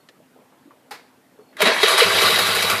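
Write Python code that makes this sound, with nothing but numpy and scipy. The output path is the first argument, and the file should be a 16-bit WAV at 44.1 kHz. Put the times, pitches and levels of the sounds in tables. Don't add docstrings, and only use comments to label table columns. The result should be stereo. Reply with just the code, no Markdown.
import sys
import numpy as np
from scipy import signal
from scipy.io import wavfile
from scipy.ndimage import uniform_filter1d, minimum_filter1d

SR = 44100
rng = np.random.default_rng(int(sys.argv[2]) if len(sys.argv) > 2 else 0)


def how_loud(loudness_db):
    steps = np.asarray(loudness_db, float) / 20
    return 10 ** steps


def put_to_file(sound):
    columns = np.atleast_2d(sound).T
    safe = np.clip(columns, -1, 1)
    whole_steps = np.round(safe * 32767)
    wavfile.write(sys.argv[1], SR, whole_steps.astype(np.int16))


N = 123479
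T = np.arange(N) / SR

# t/s, clatter level/dB, fizz against it/dB, low panel against it/dB
DRIVE = [(1.565, -55, -8, -6), (1.59, -33.5, -6, -11), (1.611, -22.5, -2.5, 6), (1.64, -21.5, 0, -4),
         (1.67, -16, -1, 3.5), (1.714, -16, -11, 0.5), (1.75, -23.5, 2, -8), (1.79, -22.5, -0.5, -35),
         (1.823, -20, 2.5, -2.5), (1.87, -19, 2.5, 2.5), (1.92, -17.5, 6, 0.5), (1.96, -19, 1, 0.5),
         (2.05, -19.5, 2.5, -2), (2.25, -16.5, 4, -4.5), (2.5, -20.5, 4, -6), (2.72, -22, 5.5, -0.5),
         (2.8, -24.5, 3, -6)]
MIC_CUT_HZ = 85
STARTER_CUT_HZ, FRAME_CUT_HZ = 150, 340


def evened(x):
    return x / np.sqrt(np.mean(x ** 2) + 1e-20)


def read(points, hz):
    f, value = np.transpose(points)
    return np.interp(np.log(hz + 1), np.log(f + 1), value)


def add(mix, s, sound):
    at = round(s * SR)
    part = mix[max(at, 0):][:len(sound) + min(at, 0)]
    part += sound[max(-at, 0):][:len(part)]


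def high_pass(x, hz, order):
    return signal.sosfilt(signal.butter(order, hz, "high", fs=SR, output="sos"), x)


def colour(x, points, rings=(), ring_db=0):
    hz = abs(np.fft.fftfreq(8192, 1 / SR))
    power = how_loud(read(points, hz)) ** 2 if points else 1e-8 + 0 * hz
    for f, width, db in rings:
        power = power + how_loud(db + ring_db) ** 2 / (1 + (2 * (hz - f) / width) ** 2) ** 2
    response = np.exp(np.conj(signal.hilbert(np.log(power) / 2)))
    taps = np.fft.ifft(response).real[:4096]
    return signal.oaconvolve(x, taps)[:len(x)]


def teeth(per_s=2500, spread_db=1.5):
    size = how_loud(spread_db * np.minimum(rng.exponential(1, N), 4))
    size = size * (rng.random(N) < per_s / SR)
    return evened(size * rng.choice([-1., 1.], N)) + 0.83 * rng.standard_normal(N)


def burst(t60, rise_s, length=.3):
    t = np.arange(0, length, 1 / SR)
    return np.minimum(t / rise_s, 1) * how_loud(-60 * t / t60)


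def yard():
    # f/Hz, level/dB per Hz
    air = [(60, -47), (120, -11.5), (260, -9.5), (500, -10.5), (2000, -20), (6300, -30), (11000, -29.5),
           (14400, -29.5)]
    # f/Hz, left-right likeness
    likeness = [(60, 1), (370, 0.5), (2270, -0.13), (14000, 0.0)]
    air_db, hum_db = -54.5, -62.5
    frames, hz = N // 256 + 5, np.fft.rfftfreq(1024, 1 / SR)
    a, b, c, d, patches = rng.standard_normal((frames, 513, 5)).T
    patches = evened(uniform_filter1d(uniform_filter1d(patches, 10, 0), 10, 1))
    same, left = read(likeness, hz)[:, None], a + 1j * b
    right = same * left + np.sqrt(1 - same ** 2) * (c + 1j * d)
    lumps_db = 2.7 * patches / (1 + hz[:, None] / 3000)
    z = np.array([left, right]) * how_loud(read(air, hz)[:, None] + lumps_db)
    hiss = evened(signal.istft(z, nperseg=1024, noverlap=768)[1][:, :N])
    hum = evened(colour(rng.standard_normal(N), (), [(258, 18, 0)]))
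    return how_loud(air_db) * hiss + how_loud(hum_db) * hum


def cricket():
    # t/s, length/s, level/dB
    chirps = [
        (-.02, .06, -66),
        (1.406, 0.043, -67),
        (1.461, 0.073, -66),
    ]
    tone_hz, throb_hz = 4350, 40
    out = np.zeros(N)
    for at, length, db in chirps:
        t = np.arange(0, length, 1 / SR)
        throb = 1 + 0.6 * np.sin(2 * np.pi * throb_hz * t)
        swell = np.sqrt(np.sin(np.pi * t / length))
        add(out, at, how_loud(db) * swell * throb * np.sin(2 * np.pi * tone_hz * t))
    return out


def touches():
    # t/s, peak level/dB, f/Hz, width/Hz, t60/s
    taps = [(0.0862, -41.5, 3300, 5000, 0.045), (.086, -47.5, 1850, 300, 0.065),
            (.088, -51, 480, 300, 0.098), (.2, -45, 587, 300, 0.058), (.358, -50.5, 594, 604, 0.17),
            (.385, -52, 550, 705, 0.41), (.52, -53.5, 900, 900, 0.12), (.705, -46, 1090, 900, 0.11),
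            (1.388, -43.5, 426, 150, 0.16), (1.392, -54, 1080, 500, 0.093),
            (1.525, -55.5, 1510, 2010, 0.32), (1.548, -42, 350, 250, 0.074)]
    out = np.zeros(N)
    for at, db, hz, width, t60 in taps:
        env = burst(t60, 0.0032, 0.18)
        patch = evened(colour(rng.standard_normal(len(env)), (), [(hz, width, 0)]))
        add(out, at, how_loud(db + 0.5) * env * patch)
    return high_pass(out, 2 * MIC_CUT_HZ, order=2)


def jolts():
    rings = [(.654, -42, 285, .022, 0), (.672, -42, 300, .018, 0), (.911, -31, 830, .022, 0),
             (.914, -40, 450, .03, 0), (1.387, -48, 450, .03, -.1), (1.617, -14, 2050, .01, -.1),
             (1.62, -14, 430, .03, -.1), (1.62, -28, 190, .05, 0), (1.66, -30, 240, .07, -.2),
             (1.653, -17, 2000, .008, 0), (1.78, -46, 85, .05, 0), (1.82, -38, 200, .06, -.2),
             (1.83, -11, 440, .03, .3), (1.855, -22, 3790, .03, 0), (1.885, -20, 3020, .03, 0),
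             (1.9, -43, 170, .11, 0), (1.975, -20, 9600, .01, 0), (1.977, -18, 1550, .007, 0),
             (1.976, -24, 4850, .008, 0), (1.988, -24, 9550, .028, 0), (1.998, -17, 4650, .008, 0),
             (2.0, -12, 3000, .016, 0), (2.004, -14, 3950, .02, -.02), (2.015, -7, 465, .024, -.12),
             (2.028, -21, 5000, .007, 0), (2.095, -26, 400, .04, 0), (2.18, -20, 3800, .025, 0),
             (2.215, -23, 4950, .014, 0), (2.285, -23, 445, .04, .1), (2.385, -25, 4950, .014, 0),
             (2.38, -25, 470, .045, 0), (2.462, -23, 3470, .015, 0), (2.56, -25, 460, .03, .1),
             (2.64, -23, 490, .03, 0), (2.69, -25, 385, .04, 0)]
    wander_per_s = .4
    out = np.zeros(N)
    waver = evened(uniform_filter1d(rng.standard_normal(N), size=400))
    for at, db, hz, length, glide in rings:
        t = np.arange(0, length, 1 / SR)
        wander = wander_per_s * length * waver[round(at * SR):][:len(t)]
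        turns = np.cumsum(hz * (1 + glide * (t / length - .5) + wander)) / SR
        swell = np.sin(np.pi * (t / length) ** 0.66) ** 2
        add(out, at, how_loud(db) * swell * np.sin(2 * np.pi * turns))
    return out


def relay():
    # t/s, peak level/dB
    snaps = [
        (0.909, -25),
    ]
    # f/Hz, level/dB per Hz
    box_spectrum = [(150, -18.5), (600, -7), (2200, -3), (3100, -11.5), (4700, -5.5), (5900, -14.5),
                    (14400, -16.5)]
    # f/Hz, width/Hz, level/dB
    box_rings = [(470, 69, -4), (820, 56, 3), (1960, 290, -9)]
    rise_s = 0.0046
    snap, tail = np.zeros((2, N))
    for at, db in snaps:
        add(snap, at, how_loud(db - 9.5) * burst(0.18, rise_s))
        add(tail, at, how_loud(db - 13.5) * burst(0.47, rise_s, 0.43))
        add(snap, at, how_loud(-39.5) * burst(0.016, .0005))
    box = evened(colour(teeth(), box_spectrum, box_rings, 1.5))
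    dull_box = box - high_pass(box, 4000, order=1)
    return snap * box + tail * dull_box


def gear_case(drive, running):
    # f/Hz, level/dB per Hz
    starter = [(88, -57), (150, -3.5), (361, -2.5), (1230, 2.5), (2010, 6), (9830, -23), (14400, -65)]
    # f/Hz, width/Hz, level/dB
    starter_rings = [(616, 90, 2.5), (1010, 150, 4), (1670, 100, 4), (1985, 26, 2), (2244, 30, 2),
                     (2280, 36, 4), (3277, 71, 4.5), (3856, 270, 2.5)]
    # f/Hz, level/dB per Hz
    engine = [(120, -76), (200, -16.5), (402, -5), (932, -5), (1130, -0.5), (3400, -5), (3600, -6),
              (4100, -3.5), (4500, -6.5), (5680, -15), (14400, -49)]
    # f/Hz, width/Hz, level/dB
    engine_rings = [(1160, 60, -2), (1320, 45, -3), (1460, 30, 1), (2010, 45, 1), (2290, 70, -2),
                    (2610, 60, -6), (3020, 45, -3), (3290, 90, -5)]
    ring_db = 3.5
    cranking = high_pass(colour(drive, starter, starter_rings, ring_db), STARTER_CUT_HZ, order=4)
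    idling = high_pass(colour(teeth(), engine, engine_rings, ring_db), FRAME_CUT_HZ, order=6)
    return np.sqrt(1 - running) * evened(cranking) + np.sqrt(running) * evened(idling)


def knocks():
    # t/s, peak level/dB, t60/s, brightness 0-1
    blows = [(1.5673, -19, 0.031, 0.27), (1.6035, -9, 0.067, 0.12), (1.617, 6, 0.06, 0.19),
             (1.6544, -1, 0.061, 0.02), (1.671, 1, 0.037, 0.03), (1.699, -20, 0.032, .05),
             (1.817, -9, .04, 0.1), (1.862, -13, 0.027, 0.2), (2.0623, -31, 0.023, 0.1),
             (2.1865, -4.5, .04, 0.08), (2.3583, -4.5, 0.038, 0.07), (2.4883, -12, .03, 0.3),
             (1.8302, 7.5, 0.05, 0.07), (1.88, -16, 0.16, 0.6), (1.9784, -8, 0.2, 0.45),
             (2.0025, -1.5, 0.1, 0.01), (2.0297, 0, 0.048, 0.04), (2.215, -9.5, 0.062, 0.32),
             (2.3024, -8.5, 0.04, 0.25), (2.387, -10.5, 0.13, 0.35), (2.4673, -11.5, 0.04, 0.43),
             (2.547, -13, 0.15, 0.37), (2.623, -1.5, 0.058, 0.19), (2.6974, -7, 0.11, 0.28)]
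    dull, bright = np.zeros((2, N))
    for at, db, t60, shine in blows:
        env = burst(t60, 0.0022)
        add(dull, at, how_loud(db - 14.0) * env)
        add(bright, at, how_loud(db - 8) * shine * env)
    return dull, bright


def patchy(x):
    z = signal.stft(x, nperseg=512)[2]
    patches = rng.standard_normal(z.shape[::-1]).T
    patches = evened(uniform_filter1d(uniform_filter1d(patches, 6, 0), 5, 1))
    return evened(signal.istft(z * how_loud(2.2 * patches), nperseg=512)[1][:N])


def airy(x):
    top = signal.sosfiltfilt(signal.butter(8, 12700, "high", fs=SR, output="sos"), x)
    top_share = np.clip((T - 1.81) / 0.52, .15, 1)
    return x - (1 - top_share) * (T > 1.63) * top


def machine():
    # f/Hz, width/Hz, level/dB
    panel_rings = [(399, 41, 4.5), (468, 79, 0.5), (645, 58, 5)]
    # f/Hz, level/dB per Hz
    fizz_spectrum = [(3240, -25.5), (5500, -3.5), (7030, -2.5), (11100, 0.5), (14400, -6.5)]
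    # f/Hz, width/Hz, level/dB
    fizz_rings = [(6900, 41, -8), (7770, 62, 5.5), (10100, 120, 4), (10800, 130, 3.5), (11100, 120, 1),
                  (13100, 80, 3), (14350, 200, -5)]
    # f/Hz, width/Hz, level/dB
    fin_rings = [(3785, 50, 0), (3928, 50, -1), (4870, 110, -9)]
    panel_base_db, fizz_base_db, whine_db = -8.5, -14.5, -8
    s, *cols = np.transpose(DRIVE)
    level_db, fizz_db, panel_db = (np.interp(T, s, c) for c in cols)
    running = np.clip((T - 1.79) / .05, .2, 1)
    drive = teeth(1300, 3)
    case = gear_case(drive, running)
    fizz = evened(colour(rng.standard_normal(N) + .5 * drive, fizz_spectrum, fizz_rings))
    panel = evened(high_pass(colour(teeth(), (), panel_rings), FRAME_CUT_HZ, order=4))
    whine = evened(colour(teeth(), (), fin_rings))
    steady = how_loud(level_db) * (T > s[0])
    dull, bright = knocks()
    body = (steady + dull) * patchy(case)
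    body = body + steady * how_loud(panel_base_db + panel_db) * panel
    body = body + (steady + dull) * running * how_loud(whine_db) * whine
    hiss = (steady * how_loud(fizz_base_db + fizz_db) + bright) * fizz
    return airy(high_pass(body, STARTER_CUT_HZ, order=4) + hiss)


def exhaust():
    # t/s, peak level/dB
    firings = [
        (2.045, -21.5),
        (2.138, -21),
        (2.235, -20.5),
        (2.322, -22),
        (2.405, -23),
        (2.484, -22),
        (2.563, -24),
        (2.641, -22.5),
        (2.721, -20.5),
    ]
    # f/Hz, level/dB, t60/s
    modes = [(106.5, -1, 0.65), (195, 2, 0.19)]
    rise_s, glide, glide_s, puff_s, rumble_db = 0.0029, 0.24, 0.012, .085, -49
    out, flow, t = np.zeros(N), np.zeros(N), np.arange(0, .3, 1 / SR)
    drift = rng.normal(0, 1, (len(firings), len(modes), 2))
    puff_end = np.clip(4 - 4 * t / puff_s, 0, 1)
    for (at, db), row in zip(firings, drift):
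        add(flow, at, how_loud(db + 29.0) * burst(0.63, rise_s))
        for (hz, mode_db, t60), (d, e) in zip(modes, row):
            pitch = hz * (1 + 0.022 * d) * (1 - glide * np.exp(-t / glide_s))
            ring = np.sin(2 * np.pi * np.cumsum(pitch) / SR)
            add(out, at, how_loud(db + mode_db + e - 11.5) * burst(t60, rise_s) * puff_end * ring)
    gas = evened(colour(rng.standard_normal(N), (), [(102, 40, -3.5), (209, 120, 3.5)]))
    return out + how_loud(rumble_db) * flow * gas


def spread(x, other):
    # f/Hz, side against mid/dB
    wide = [(60, -16), (230, -13.5), (920, -4), (3570, -1.5), (14000, 0)]
    # f/Hz, left over right/dB
    lean = [(60, -4), (230, 1.5), (920, 2), (3570, 3), (14000, 5.5)]
    bounce_t60, far_share = 0.043, 0.7
    t = np.arange(0, .08, 1 / SR)
    echoes = rng.choice([-1., 1.], len(t)) * (rng.random(len(t)) < .08)
    echoes = echoes * how_loud(-60 * t / bounce_t60)
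    bounce = signal.oaconvolve(x, echoes / np.linalg.norm(echoes))[:N]
    side = colour(np.sqrt(1 - far_share) * bounce + np.sqrt(far_share) * other, wide)
    half = np.array(lean) * [1, .5]
    left = colour(x + side, half.tolist())
    right = colour(x - side, (half * [1, -1]).tolist())
    return np.array([left, right])


def flank():
    return machine() + relay() + touches() + exhaust()


def scene():
    duck_db = -10 * np.clip((T - DRIVE[1][0]) * 20, 0, 1)
    return spread(flank() + jolts() + cricket(), flank()) + yard() * how_loud(duck_db)


def low_pass(x):
    return signal.sosfilt(signal.butter(12, 14560, fs=SR, output="sos"), x)


def record(dry):
    knee = 1.2
    gain = minimum_filter1d(knee / np.maximum(abs(dry).max(0), knee), size=70)
    x = high_pass(dry * uniform_filter1d(gain, size=60), MIC_CUT_HZ, order=2)
    x = signal.lfilter(*signal.iirnotch(13520, 90, SR), x)
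    edge = signal.firwin(511, 14800, window=("kaiser", 9), fs=SR)
    x = signal.oaconvolve(x, edge[None], "same")
    return low_pass(x)


dry = scene()
out = record(dry)
put_to_file(out)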